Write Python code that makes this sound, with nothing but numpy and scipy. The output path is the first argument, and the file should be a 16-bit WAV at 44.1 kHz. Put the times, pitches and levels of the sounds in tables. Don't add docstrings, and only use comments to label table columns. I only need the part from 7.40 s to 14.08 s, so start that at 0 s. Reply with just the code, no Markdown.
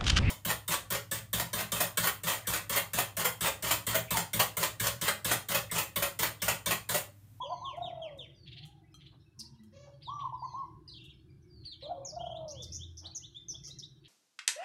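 import sys
import numpy as np
from scipy import signal
from scipy.fft import rfft, irfft, next_fast_len
from scipy.io import wavfile
from scipy.ndimage import uniform_filter1d, map_coordinates

SR = 44100
rng = np.random.default_rng(int(sys.argv[2]) if len(sys.argv) > 2 else 0)


def transcribe(u):
    v = np.clip(np.atleast_2d(u).T, -1, 1)
    q = np.round(v * 32767).astype(np.int16)
    wavfile.write(sys.argv[1], SR, q)


N = 294588


def amp(db):
    return 10 ** (np.asarray(db) / 20)


def unit(x):
    return x / np.sqrt(np.mean(x ** 2) + 1e-20)


def seconds(length_s):
    return np.arange(int(length_s * SR)) / SR


def along(points, hz):
    f, v = np.transpose(points)
    return np.interp(np.log(hz + 1), np.log(f + 1), v)


def wobble(rate_hz, size):
    knots = rng.standard_normal(int(size * rate_hz / SR) + 4)
    return map_coordinates(knots, [np.arange(size) * rate_hz / SR])


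def filtered(x, response):
    m = next_fast_len(N + SR // 2)
    return irfft(rfft(x, m) * response(np.fft.rfftfreq(m, 1 / SR)), m)[:N]


def coloured(x, colour):
    return filtered(x, lambda hz: amp(along(colour, hz)))


def noise(spectrum):
    return unit(coloured(rng.standard_normal(N), spectrum))


def patches(shape):
    field = uniform_filter1d(rng.standard_normal(shape), size=3, axis=0)
    return unit(uniform_filter1d(field, size=6, axis=1))


def rasp(size, centre_hz, octaves):
    hz = np.fft.rfftfreq(size, 1 / SR)
    band = np.exp(-(np.log2((hz + 1) / centre_hz) / octaves) ** 2)
    return unit(irfft(rfft(rng.standard_normal(size)) * band, size))


def add(track, s, sound):
    start = round(s * SR)
    part = sound[max(-start, 0):max(N - start, 0)]
    track[max(start, 0):][:len(part)] += part


def fade(t, attack, release):
    return np.sin(np.pi / 2 * np.clip(np.minimum(t / attack, (t[-1] - t) / release), 0, 1)) ** 2


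def gesture(length, start_hz, middle_hz, end_hz, db, place=.5, *, fade_db, edge):
    t = seconds(length)
    u = t / length
    hz = np.polyval(np.polyfit([0, .5, 1], [start_hz, middle_hz, end_hz], 2), u)
    swell = amp(db - fade_db * np.abs(u - place) / max(place, 1 - place))
    gate = np.sin(np.pi / 2 * np.clip(np.minimum(t, length - t) / edge, 0, 1)) ** 2
    return t, hz, swell * gate


def voice(hz, gain, parts, jitter, jitter_rate):
    hz = hz * (1 + jitter * wobble(jitter_rate, len(hz)))
    gain = gain * amp(1.7 * wobble(jitter_rate / 2, len(hz)))
    phase = 2 * np.pi * np.cumsum(hz) / SR
    tone = sum(amp(db) * np.sin(k * phase) * (k * hz < SR / 2) for k, db in parts)
    return np.sqrt(2) * gain * tone


def phrase(notes, parts, fade_db, edge, jitter, jitter_rate):
    out = np.zeros(N)
    for s, *note in notes:
        t, hz, gain = gesture(*note, fade_db=fade_db, edge=edge)
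        add(out, s, voice(hz, gain, parts, jitter, jitter_rate))
    return out


# (t/s, level/dB)
TRAFFIC_LEVEL = [(0.0, -61.5), (0.4, -53.5), (0.65, -58), (1.41, -55), (1.86, -61), (3.42, -52), (4.3, -56),
                 (5.34, -51.5), (5.78, -58), (6.68, -56)]
# (f/Hz, relative level per Hz/dB)
RUMBLE_SPECTRUM = [(25, -29.5), (70, -3), (100, -4.5), (135, 2.5), (190, -13.5), (245, -26), (325, -9),
                   (410, -25), (480, -43), (700, -45), (2500, -67.5)]


def traffic():
    z = signal.stft(noise(RUMBLE_SPECTRUM), nperseg=4096)[2]
    uneven = unit(signal.istft(z * amp(2.8 * patches(z.shape)))[1][:N])
    level_db = np.interp(np.arange(N) / SR, *np.transpose(TRAFFIC_LEVEL))
    return amp(level_db + 2.1 * wobble(9, N)) * uneven


def engine():
    note = (5.05, 0.718, 82.222, 84.28, 83.594, -47.983)  # t/s, length/s, three f/Hz, level/dB
    return phrase([note], [(1, 0)], fade_db=10, edge=0.092, jitter=0.019, jitter_rate=17)


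# (f/Hz, relative level per Hz/dB)
AIR_SPECTRUM = [(1400, 0.5), (1650, 4.5), (1900, -7), (4000, -5), (7500, -13), (10500, -10), (15500, -19.5)]


def air():
    return amp(-81.5) * noise(AIR_SPECTRUM)


# (f/Hz, t60/s)
YARD_T60 = [(1000, 0.51), (5000, 0.38), (12000, 0.22)]


def yard(x, wet_db, near_db):
    hz, t, z = signal.stft(rng.standard_normal(SR), SR, nperseg=256)
    decay_db = -60 * t / along(YARD_T60, hz)[:, None]
    tail = signal.istft(z * amp(3.75 * patches(z.shape) + decay_db), SR, nperseg=256)[1]
    t = np.arange(len(tail)) / SR
    tail = tail * (1 - np.exp(-t / 0.01))
    hits = rng.random(len(t)) < 500 / SR
    walls = rng.standard_normal(len(t)) * hits * amp(-60 * t / 0.13)
    tail = amp(wet_db) * tail / np.linalg.norm(tail)
    walls = amp(near_db) * walls / np.linalg.norm(walls)
    return x + signal.fftconvolve(x, tail + walls)[:N]


# (t/s, length/s, start, middle, end f/Hz before the 0.99 multiple, level/dB)
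CRY_NOTES = [(1.97, .33, 222, 230, 198, -59.5), (1.95, .2, 1100, 930, 1000, -69.5),
             (1.15, 0.307, 700, 815, 720, -69)]


def cries():
    return phrase(CRY_NOTES, [(0.99, 0)], fade_db=7, edge=0.013, jitter=0.037, jitter_rate=120)


# t/s, length/s, start, middle, end f/Hz, level/dB of an overtone at 0 dB
PEEP = (2.318, 0.17, 540, 562.5, 544, -58)
# (f/Hz, level/dB)
PEEP_COLOUR = [(550, 2), (1500, -19), (2300, -17), (6500, -17.5)]


def nasal_peep():
    parts = [(k, along(PEEP_COLOUR, k * PEEP[2])) for k in np.arange(1, 13)]
    return phrase([PEEP], parts, fade_db=6, edge=0.022, jitter=.026, jitter_rate=250)


def chatter(count=170):
    chips = []
    for when, pitch, bend, level in rng.random((count, 4)):
        hz = 1900 * 3.2 ** pitch
        end_hz = hz * (0.79 + .25 * bend)
        chips.append((when * N / SR, .035, hz, hz, end_hz, -79.5 + 8 * level))
    return chips


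# (t/s, level/dB)
FALLING_STARTS = [(.05, -61.5), (.94, -65), (2.97, -63), (4.089, -66)]
# length/s, start, middle, end f/Hz before the 0.99 multiple
FALLING_SHAPE = (0.19, 4950, 4480, 3950)
# (t/s, length/s, f/Hz before the 0.99 multiple, level/dB)
THIN_NOTES = [(0, 0.32, 6250, -69), (2.699, 0.11, 5840, -64), (3.021, 0.15, 6260, -69.5)]


def far_birds():
    falling = [(s, *FALLING_SHAPE, db) for s, db in FALLING_STARTS]
    thin = [(s, length, hz, hz, hz, db) for s, length, hz, db in THIN_NOTES]
    notes = falling + thin + chatter()
    return phrase(notes, [(0.99, 0.0014)], fade_db=7, edge=0.014, jitter=.016, jitter_rate=260)


# (t/s, length/s, centre f/Hz, level/dB)
SCUFF_EVENTS = [(1.706, 0.067, 810, -68.5), (2.433, 0.095, 640, -64), (5.599, 0.13, 774, -60.5),
                (6.121, 0.059, 735, -68.5), (6.267, 0.055, 414, -67)]


def scuffs():
    out = np.zeros(N)
    for s, length, centre_hz, db in SCUFF_EVENTS:
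        size = int(length * SR)
        add(out, s, amp(db) * np.hanning(size) * rasp(size, centre_hz, octaves=0.86))
    return out


# (t/s, ring level/dB, crack level/dB)
TAP_EVENTS = [(0.363, -77, -68), (.775, -78, -65), (1.252, -58.5, -56), (1.542, -48.5, -62.5),
              (1.993, -74, -47.5), (2.234, -65.5, -64.5), (3.639, -66, -63), (5.229, -61.5, -54.5),
              (6.276, -57, -58.5)]
# (f/Hz, mean relative level/dB, t60/s)
CAGE_MODES = [(1273, -5, 0.044), (3210, -2.5, 0.087), (4104, -1.5, 0.043), (6060, -9, 0.079)]


def taps():
    out, t = np.zeros(N), np.arange(SR // 4) / SR
    for s, ring_db, crack_db in TAP_EVENTS:
        ring = np.zeros(len(t))
        for hz, level_db, t60 in CAGE_MODES:
            mode_db = level_db + rng.normal(0, 2) - 60 * t / t60
            ring += amp(mode_db) * np.sin(2 * np.pi * hz * t)
        grit = unit(rasp(len(t), 8000, octaves=0.71) * amp(7.4 * wobble(1500, len(t))))
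        crack = amp(-60 * t / 0.089) * grit
        onset = 1 - np.exp(-t / 0.00086)
        add(out, s, (amp(ring_db) * ring + amp(crack_db) * crack) * onset)
    return out


HOOT_PHRASE_STARTS = [-.251, 2.672]
# (t in phrase/s, length/s, top f/Hz before the 0.99 multiple, level/dB, swoop time/s)
HOOTS = [(0, .165, 1212, -42, .021), (0.165, .045, 1093, -39.5, .005), (0.251, 0.044, 1064, -40, .007),
         (0.347, .054, 1073, -40.5, 0.0091), (0.462, .114, 1109, -43.5, 0.0117)]
# (f/Hz, level/dB)
HIGH_THROAT = [(1170, 0.5), (1290, -14.5), (2000, -24.5)]
HOOT_SCOOP, HOOT_SAG = .33, .12


def high_dove():
    out = np.zeros(N)
    for s in HOOT_PHRASE_STARTS:
        for after, length, top_hz, db, swoop_s in HOOTS:
            t = seconds(length)
            scoop = HOOT_SCOOP * np.exp(-t / swoop_s)
            sag = HOOT_SAG * (t / length) ** 3.5
            gain = amp(db) * fade(t, attack=0.0048, release=.008)
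            tone = voice(top_hz * (1 - scoop - sag), gain, [(0.99, 0)], jitter=.018, jitter_rate=197.7)
            breath = amp(-14) * gain * rasp(len(t), 902, octaves=0.29)
            add(out, s + after, tone + breath)
    return coloured(out, HIGH_THROAT)


ROLL_AFTER_S = .333
ROLL = (0.4833, 715.5, 659.5, 461.5, -34)  # length/s, start, middle, end f/Hz, level/dB
ROLL_RATE_HZ, ROLL_QUICKENS_HZ_PER_S = 24, 96.2
ROLL_SMOOTH_S, ROLL_MERGE_S = 0.3, .12
ROLL_HOLD_S, ROLL_RELEASE_DB_PER_S = .35, 79


def roll(parts):
    t, hz, gain = gesture(*ROLL, place=0.12, fade_db=17, edge=0.0041)
    gain = gain * amp(-ROLL_RELEASE_DB_PER_S * np.maximum(t - ROLL_HOLD_S, 0))
    beat = 2 * np.pi * (ROLL_RATE_HZ * t + ROLL_QUICKENS_HZ_PER_S * t ** 2 / 2)
    depth = np.clip((ROLL_SMOOTH_S - t) / ROLL_MERGE_S, 0, 1)
    closing = depth * (1 + np.cos(beat)) / 2
    gain = gain * amp(-23 * closing ** 1.65)
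    sagging_hz = hz * (1 - 0.066 * closing)
    tone = voice(sagging_hz, gain, parts, jitter=0.03, jitter_rate=180)
    return tone + amp(-15.5) * gain * rasp(len(t), 696, octaves=.5)


# (t/s, level offset/dB)
LOW_CALLS = [(.03, -0.5), (4.422, -0.5)]
# (t in call/s, length/s, start f/Hz, end f/Hz, level/dB before call offset)
CALL_NOTES = [(0, 0.082, 528, 633, -41.5), (.069, 0.051, 698, 710, -33.5), (0.295, .04, 591, 638, -44)]
# t/s, length/s, start, middle, end f/Hz, level/dB
EXTRA_COO = (4.5, 0.1839, 540, 556, 538, -47)
# (f/Hz, level/dB)
LOW_THROAT = [(750, 0), (1120, 3.5), (1260, -7), (2200, -12)]
COO_HUSK_DB = -65.5


def low_dove():
    parts = [(1, 0), (2, -24.5)]
    notes = []
    for s, call_db in LOW_CALLS:
        for after, length, low, high, db in CALL_NOTES:
            notes.append((s + after, length, low, (low + high) / 2, high, db + call_db, .6))
    notes.append(EXTRA_COO)
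    out = phrase(notes, parts, fade_db=9, edge=0.0066, jitter=0.036, jitter_rate=200)
    for s, length, *_ in notes:
        t = seconds(length)
        husk = fade(t, attack=0.011, release=.03) * rasp(len(t), 850, octaves=.5)
        add(out, s, amp(COO_HUSK_DB) * husk)
    for s, call_db in LOW_CALLS:
        add(out, s + ROLL_AFTER_S, amp(call_db) * roll(parts))
    return coloured(out, LOW_THROAT)


# (t/s, length/s, top f/Hz, end f/Hz, share held at top 0-1, level/dB)
SLUR_NOTES = [(.008, 0.063, 3380, 2645, 0.54, -46), (0.24, 0.12, 3668, 1950, 0.03, -43.5),
              (0.417, 0.1, 3733, 1904, 0.3, -45), (.613, 0.088, 3394, 1925, 0.08, -44.5),
              (0.782, 0.083, 3700, 2100, 0.1, -44), (2.632, .022, 5010, 3900, 0.16, -56.5),
              (2.65, 0.057, 3950, 3080, 0.07, -50), (4.248, 0.05, 4600, 3990, 0.24, -45),
              (4.313, 0.038, 4040, 2823, 0, -46.5), (4.42, 0.05, 4060, 3070, 0.3, -48),
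              (4.647, 0.033, 7090, 5290, 0, -40), (4.682, 0.031, 5940, 4460, 0.04, -44),
              (5.748, 0.011, 6780, 6400, 0, -43), (6.083, .024, 6460, 5840, 0.07, -39.5)]
SLUR_ATTACK_SHARE, SLUR_FADE_DB_PER_OCTAVE = 0.18, 16


def slurs(parts):
    out = np.zeros(N)
    for s, length, top_hz, end_hz, held, db in SLUR_NOTES:
        t = seconds(length)
        hz = np.interp(t, [held * length, length], [top_hz, end_hz])
        gain = amp(db - SLUR_FADE_DB_PER_OCTAVE * np.log2(top_hz / hz))
        gain = gain * fade(t, SLUR_ATTACK_SHARE * length, release=0.003)
        add(out, s, voice(hz, gain, parts, jitter=0.019, jitter_rate=600))
    return out


# (t/s, length/s, start f/Hz, end f/Hz, upward bow/Hz, level/dB)
RISE_NOTES = [(4.943, 0.032, 2610, 3870, 47, -46.5), (5.147, .1, 2796, 3603, 216, -47),
              (5.392, 0.054, 3010, 3780, -100, -46.5), (5.641, 0.033, 2870, 4890, -300, -43.5),
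              (5.819, 0.043, 2780, 4120, -170, -47.5), (5.946, 0.037, 3136, 3570, 155, -42),
              (6.139, 0.022, 3050, 3560, 64, -44), (6.3, 0.021, 3600, 4210, -65, -46.5),
              (6.424, 0.021, 3100, 3885, 217, -43)]
RISE_PEAK, RISE_FADE_DB = 0.71, 13
RUN_S, RUN_STEP_S, RUN_NOTE_S, RUN_DB = 4.789, .0505, .036, -46.5
RUN_START_HZ, RUN_END_HZ = 2780, 3370


def rises(parts, count=3):
    run = [(RUN_S + k * RUN_STEP_S, RUN_NOTE_S, RUN_START_HZ, RUN_END_HZ, 0, RUN_DB) for k in range(count)]
    notes = []
    for s, length, low, high, bow, db in run + RISE_NOTES:
        notes.append((s, length, low, (low + high) / 2 + bow, high, db, RISE_PEAK))
    return phrase(notes, parts, fade_db=RISE_FADE_DB, edge=0.0017, jitter=0.016, jitter_rate=700)


# (t/s, trough f/Hz, level/dB)
WARBLE_PATH = [(3.476, 3955, -47.5), (3.515, 3974, -54.5), (3.575, 2717, -55), (3.72, 2665, -57.5)]
WARBLE_CREST_S, WARBLE_RATE_HZ, WARBLE_LEAP_HZ = 3.483, 22.8, 1050


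def warble(parts):
    times, trough_hz, db = np.transpose(WARBLE_PATH)
    t = seconds(times[-1] - times[0])
    s = times[0] + t
    crest = np.cos(np.pi * WARBLE_RATE_HZ * (s - WARBLE_CREST_S)) ** 4
    hz = np.interp(s, times, trough_hz) + WARBLE_LEAP_HZ * crest
    gain = amp(np.interp(s, times, db)) * fade(t, 0.0035, .006)
    out = np.zeros(N)
    add(out, times[0], voice(hz, gain, parts, jitter=0.019, jitter_rate=730))
    return out


# (centre t/s, top f/Hz, level/dB, creak level/dB)
FLICK_NOTES = [(1.078, 3615, -50.5, -53.5), (1.13, 3794, -48, -51.5), (1.182, 4510, -50.5, -48.5),
               (1.237, 3590, -48.5, -58), (1.619, 3600, -62, -58), (1.669, 4070, -54, -56.5),
               (2.629, 5100, -54.5, -59.5), (2.809, 3777, -49, -55.5), (4.254, 4540, -57.5, -64),
               (4.424, 4630, -55, -54.5), (6.658, 3500, -58, -57)]


def flicks(parts):
    out = np.zeros(N)
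    for s, top_hz, db, creak_db in FLICK_NOTES:
        t, hz, gain = gesture(0.02, 0.49 * top_hz, .9 * top_hz, top_hz, db, fade_db=12.5, edge=0.0027)
        add(out, s - t[-1] / 2, voice(hz, gain, parts, jitter=0.03, jitter_rate=750))
        size = int(0.052 * SR)
        creak = unit(rasp(size, 2955, octaves=0.52) * amp(3.8 * wobble(400, size)))
        add(out, s - size / SR / 2, amp(creak_db) * np.hanning(size) * creak)
    return out


# (t/s, length/s, start f/Hz, end f/Hz, level/dB, sweep rate/Hz, sweep span/Hz: + up, - down)
BUZZ_NOTES = [(1.99, .03, 5900, 4640, -39.5, 289, -2200), (5.079, 0.029, 5600, 4860, -44, 165, 2602),
              (5.103, .024, 5800, 6080, -40.5, 169, 1510), (5.221, .028, 6200, 4810, -41.5, 227, -2400),
              (5.32, .055, 5700, 6250, -38, 135, 2200), (5.57, 0.039, 5800, 5450, -44, 162, 1998),
              (5.756, .026, 6400, 5760, -34, 213, -1200), (6.102, .03, 5850, 5460, -39.5, 229, -1600),
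              (6.237, 0.059, 5700, 5700, -43, 140.6, -2600), (6.386, 0.02, 6400, 4730, -40.5, 192, -2000)]
BUZZ_HISS_DB = -29.5
BUZZ_PEAK, BUZZ_UNEVEN_CYCLES = 0.48, .16


def buzzes(parts):
    out = np.zeros(N)
    for s, length, start_hz, end_hz, db, rate, sweep_hz in BUZZ_NOTES:
        middle_hz = (start_hz + end_hz) / 2
        t, hz, gain = gesture(length, start_hz, middle_hz, end_hz, db, BUZZ_PEAK, fade_db=5.5, edge=0.0012)
        cycle = (rate * t + BUZZ_UNEVEN_CYCLES * wobble(rate, len(t))) % 1
        swept_hz = hz + sweep_hz * (cycle - .5)
        pulsed = gain * np.abs(np.sin(np.pi * cycle))
        add(out, s, voice(swept_hz, pulsed, parts, jitter=0.024, jitter_rate=1300))
        size = 2 * len(t)
        hiss = np.hanning(size) * rasp(size, 11000, octaves=.6)
        add(out, s - length / 2, amp(db + BUZZ_HISS_DB) * hiss)
    return out


# (f/Hz, level/dB)
BEAK_COLOUR = [(1950, -0.5), (2450, -9), (3300, 0.5), (6400, 0), (7600, -3.5), (9000, 2), (11700, -2.5),
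               (12800, -16.5)]


def songbird():
    parts = [(1, 0), (2, -27.5), (3, -38.5)]
    song = slurs(parts) + rises(parts) + warble(parts) + flicks(parts) + buzzes(parts)
    return coloured(song, BEAK_COLOUR)


def scene():
    background = traffic() + engine() + air()
    distant = amp(-3.0) * yard(far_birds() + cries() + nasal_peep(), wet_db=-1.9, near_db=-3.0)
    high = amp(-2.0) * yard(high_dove(), wet_db=-8.0, near_db=-5)
    low = amp(-0.54) * yard(low_dove(), wet_db=-11.0, near_db=-12)
    near = amp(-1.5) * yard(songbird() + taps() + scuffs(), wet_db=-8.5, near_db=-3.5)
    return (background + distant + high + low + near)[None]


TOP_HZ = 15800


def record(dry):
    return filtered(dry[0], lambda hz: hz < TOP_HZ)[None]


dry = scene()
out = record(dry)
transcribe(out)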